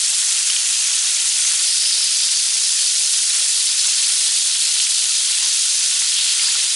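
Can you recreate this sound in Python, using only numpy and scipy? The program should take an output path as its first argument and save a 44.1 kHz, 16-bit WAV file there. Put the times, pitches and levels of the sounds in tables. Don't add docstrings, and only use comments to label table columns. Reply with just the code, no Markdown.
import sys
import numpy as np
from scipy import signal
from scipy.fft import rfft, irfft, next_fast_len
from scipy.io import wavfile
from scipy.ndimage import uniform_filter1d, minimum_filter1d

SR = 44100
rng = np.random.default_rng(int(sys.argv[2]) if len(sys.argv) > 2 else 0)


def master_out(mix):
    frames = np.transpose(np.atleast_2d(mix))
    ceiling = np.clip(frames, -1, 1)
    pcm = np.round(ceiling * 32767).astype(np.int16)
    wavfile.write(sys.argv[1], SR, pcm)


N = 297675

# frequency in Hz, relative level per Hz in dB.
FRYING_COLOUR = [(150, -48), (350, -43), (600, -30), (1000, -29), (1400, -18.5), (2100, -13.5),
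                 (2800, -5.5), (3500, -5), (4500, -3), (6300, -1.0), (7200, -1), (8700, -1.26),
                 (9600, -0.2), (11000, -4.5)]
# centre in Hz, width in Hz, boost or cut in dB.
PAN_RESONANCES = [(555, 81, 3.5), (857, 82, 5.5), (960, 50, 0.5), (1001, 35, 6.5), (1136, 49, 6),
                  (1190, 44, -5.5), (1480, 230, 1.5), (1640, 130, -4.5), (1755, 110, 1.5), (2330, 250, -2),
                  (2580, 140, -0.5), (2760, 120, -2), (2940, 77, -5.5), (4480, 240, 1.1)]
# start in seconds, end in seconds, start pitch in Hz,
# end pitch in Hz, noise width in Hz, level before the fades in dB.
STEAM_JETS = [(.38, 1.219, 6600, 6250, 700, -31), (1.421, 1.505, 6230, 6300, 450, -24),
              (1.621, 1.95, 4860, 4700, 750, -33.5), (1.779, 2.153, 5170, 5110, 330, -27.5),
              (2.079, 2.451, 4910, 4650, 330, -29), (3.78, 3.97, 6500, 6500, 900, -25.5),
              (4.785, 4.882, 2900, 2950, 450, -35), (5.3, 6.03, 6400, 5900, 900, -29),
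              (5.391, 5.48, 1038, 1013, 200, -48), (6.152, 6.24, 3400, 3576, 760, -22.5),
              (6.185, 6.355, 4390, 4460, 400, -27), (6.392, 6.503, 4790, 4780, 600, -23)]
# start in seconds, pitch in Hz, level of the decay at its
# start in dB, time to fall 60 dB in seconds.
JUICE_SPITS = [(0.501, 3030, -3, 0.01), (.564, 3020, -7.5, 0.014), (1.450, 1900, -21, .015),
               (3.353, 1910, -23, .025), (3.881, 900, -28, 0.013), (4.799, 2860, -11, 0.027),
               (4.869, 3000, -11, 0.017), (5.381, 3480, -9, 0.0045), (6.019, 1950, -19.5, .025),
               (6.1425, 6200, 2, 0.0033), (6.163, 3400, -11, 0.023), (6.186, 3700, -11, .01),
               (6.395, 2160, -18, 0.02), (6.396, 2900, -10, 0.017), (6.477, 950, -33, 0.021),
               (6.485, 1800, -18, 0.013)]
# frequency in Hz, relative level per Hz in dB.
RUMBLE_COLOUR = [(15, 3.5), (40, 0), (75, -2), (130, -0.5), (260, 2), (450, 3), (1000, -2.5), (4000, -50)]
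# frequency in Hz, level in dB.
KITCHEN_RETURN = [(30, -16), (120, -12), (500, -14), (1200, -7), (2500, -7), (5000, -11), (10000, -12)]
# frequency in Hz, left minus right in dB.
LEFT_BALANCE = [(100, -0.5), (1000, 0.3), (3000, -.5), (4300, -0.16), (7000, 0.8), (9700, -0.04)]
# start in seconds, bubble pitch in Hz, surge in dB.
MEAT_LANDINGS = [(.45, 2970, 1), (1.6, 4880, 4), (3.48, 4070, 2.2), (4.45, 3650, 1.5), (5.1, 3200, 0.7),
                 (6.08, 3420, 1.5)]
# middle in seconds,
# length in seconds, swell in dB.
TONG_SQUEEZES = [(.35, 0.89, 2), (0.947, 0.99, 2.5), (1.495, 0.49, 3.5), (3.353, 0.17, 4.5),
                 (4.053, 0.74, 3), (4.6, 0.63, 1), (5.45, 1, 1.3), (6.01, 0.31, 1.5), (6.43, 0.83, 3.5)]
# time in seconds, level change in dB.
FIZZ_COURSE = [(0, 0.6), (.95, -0.7), (1.58, 1.5), (2.12, -0.5), (3.48, 1.6), (3.95, 0), (4.17, 2.8),
               (4.42, 0.8), (5.65, 0.1), (6.75, -0.8)]

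EDGE_HZ = 11070
FRAME = 512
SURGE_RISE_S, SURGE_FADE_S, SURGE_OCTAVES = 0.11, 1.94, 0.28
QUENCH_SHARE, QUENCH_FADE_S, QUENCH_HZ, QUENCH_OCTAVES = 0.78, 0.67, 6640, 0.22
JUICE_HZ, JUICE_OCTAVES = 1330, 0.75
FIZZ_HZ, FIZZ_OCTAVES = 9500, 0.24


def amp(db):
    return 10 ** (np.asarray(db) / 20)


def unit(x):
    return x / np.sqrt(np.mean(x ** 2) + 1e-20)


def read(points, hz):
    table_hz, value = np.transpose(points)
    return np.interp(np.log(hz + 1), np.log(table_hz + 1), value)


def add(mix, start_s, sound):
    part = mix[round(start_s * SR):][:len(sound)]
    part += sound[:len(part)]


def colour(x, points, peaks=()):
    size = next_fast_len(N + 4096)
    hz = np.fft.rfftfreq(size, 1 / SR)
    db = read(points, hz)
    for centre_hz, width_hz, peak_db in peaks:
        db = db + peak_db / (1 + (2 * (hz - centre_hz) / width_hz) ** 2)
    return irfft(rfft(x, size) * amp(db), size)[..., :N]


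def wander(rate_hz, size=N, slowest_hz=0):
    hz = np.fft.rfftfreq(size, 1 / SR)
    weight = np.exp(-(hz / rate_hz) ** 2) * (hz >= slowest_hz)
    return unit(irfft(rfft(rng.standard_normal(size)) * weight, size))


def sizzle(level_db=-17.5, hiss_db=-2, snap_db=-7, flutter_db=0.2, flutter_hz=35, slowest_hz=11):
    fry = bubbles() + amp(snap_db) * snaps() + amp(hiss_db) * rng.standard_normal(N)
    flutter = amp(flutter_db * wander(flutter_hz, slowest_hz=slowest_hz))
    fry = colour(fry * flutter, FRYING_COLOUR, PAN_RESONANCES)
    hz, t, spectrum = signal.stft(fry, SR, nperseg=FRAME)
    spectrum = spectrum * amp(boiling(hz, t))
    spectrum = spectrum * (hz < EDGE_HZ + 500)[:, None]
    fry = signal.istft(spectrum, SR, nperseg=FRAME)[1][:N]
    return amp(level_db) * unit(fry)


def bubbles(per_s=11000, spread_db=3.5, ring_cycles=8, clump_db=2.5, clump_hz=28, slowest_hz=6, count=30):
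    pitches_hz = np.geomspace(300, 11500, count)
    t, out = np.arange(1024) / SR, np.zeros(N)
    for hz, share in zip(pitches_hz, pitches_hz / pitches_hz.sum()):
        at = np.flatnonzero(rng.random(N) < per_s * share / SR)
        sizes = amp(spread_db * np.minimum(rng.exponential(1, len(at)), 4))
        bursts = np.zeros(N)
        bursts[at] = sizes * rng.choice([-1, 1], len(at))
        ring = np.sin(2 * np.pi * hz * t) * amp(-60 * hz * t / ring_cycles)
        clumps = amp(clump_db * wander(clump_hz, slowest_hz=slowest_hz))
        ringing = signal.oaconvolve(bursts * clumps, ring)[:N]
        out += np.sqrt(share) * unit(ringing)
    return unit(out)


def snaps(per_s=380, spread_db=2.5, lowest_hz=700):
    sizes = amp(spread_db * np.minimum(rng.exponential(1, N), 3))
    ticks = sizes * rng.choice([-1, 1], N) * (rng.random(N) < per_s / SR)
    high_pass = signal.butter(2, lowest_hz, "high", fs=SR, output="sos")
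    return unit(signal.sosfilt(high_pass, ticks))


def boiling(hz, t):
    fizz_db = np.interp(t, *np.transpose(FIZZ_COURSE))
    db = np.outer(around(hz, FIZZ_HZ, FIZZ_OCTAVES), fizz_db)
    quenched = around(hz, QUENCH_HZ, QUENCH_OCTAVES)
    for start_s, pitch_hz, surge_db in MEAT_LANDINGS:
        age_s = t - start_s
        surging = around(hz, pitch_hz, SURGE_OCTAVES)
        db += surge_db * np.outer(surging, surge(age_s, SURGE_FADE_S))
        db -= surge_db * QUENCH_SHARE * np.outer(quenched, surge(age_s, QUENCH_FADE_S))
    for middle_s, length_s, swell_db in TONG_SQUEEZES:
        push = np.cos(np.pi * np.clip((t - middle_s) / length_s, -0.5, 0.5)) ** 2
        db += swell_db * np.outer(around(hz, JUICE_HZ, JUICE_OCTAVES), push)
    return db


def around(hz, centre_hz, octaves):
    return np.exp(-0.5 * (np.log2((hz + 1) / centre_hz) / octaves) ** 2)


def surge(age_s, fade_s):
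    rise = np.clip(age_s / SURGE_RISE_S, 0, 1)
    return rise * np.exp(-np.maximum(age_s - SURGE_RISE_S, 0) / fade_s)


def steam(sputter_db=1.0, sputter_hz=130):
    out = np.zeros(N)
    for start_s, end_s, start_hz, end_hz, width_hz, db in STEAM_JETS:
        size = round((end_s - start_s) * SR)
        phase = 2 * np.pi * np.cumsum(np.linspace(start_hz, end_hz, size)) / SR
        whistle = wander(width_hz, size) * np.cos(phase) + wander(width_hz, size) * np.sin(phase)
        whistle *= amp(sputter_db * wander(sputter_hz, size))
        fades = signal.windows.tukey(size, 0.5)
        add(out, start_s, amp(db) * unit(whistle) * fades)
    return out


def spits(rough=1.4, fizz_hz=750):
    out, t = np.zeros(N), np.arange(4096) / SR
    for start_s, hz, db, t60_s in JUICE_SPITS:
        phase = 2 * np.pi * hz * t
        fizz = wander(min(fizz_hz, hz / 3), len(t))
        ring = (np.sin(phase) + rough * fizz * np.cos(phase)) / np.hypot(1, rough)
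        soft_start = 1 - np.exp(-(t * hz) ** 2)
        add(out, start_s, ring * amp(db - 60 * t / t60_s) * soft_start)
    return out


def stove(level_db=-62.5, waver_db=2.0, waver_hz=12):
    rumble = colour(rng.standard_normal(N), RUMBLE_COLOUR)
    return amp(level_db) * unit(rumble * amp(waver_db * wander(waver_hz)))


def kitchen(x, t60_s=0.11):
    spectrum = signal.stft(x, SR, nperseg=FRAME)[2]
    hop_s = FRAME / 2 / SR
    keep = amp(-60 * hop_s / t60_s) ** 2
    power = signal.lfilter([1 - keep], [1, -keep], abs(spectrum) ** 2)
    scatter = signal.stft(rng.standard_normal((2, N)), SR, nperseg=FRAME)[2]
    wash = signal.istft(scatter * np.sqrt(power), SR, nperseg=FRAME)[1][:, :N]
    return colour(unit(wash) * np.std(x), KITCHEN_RETURN)


def scene():
    direct = sizzle() + steam() + spits() + stove()
    left, right = direct + kitchen(direct)
    return np.array([colour(left, LEFT_BALANCE), right])


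def record(dry, ceiling=0.53):
    allowed = ceiling / np.maximum(abs(dry).max(0), ceiling)
    gain = minimum_filter1d(allowed, size=70)
    gain = uniform_filter1d(uniform_filter1d(gain, size=70), size=70)
    low_pass = signal.firwin(1501, EDGE_HZ, window=("kaiser", 10), fs=SR)
    return signal.oaconvolve(dry * gain, low_pass[None], "same")


dry = scene()
out = record(dry)
master_out(out)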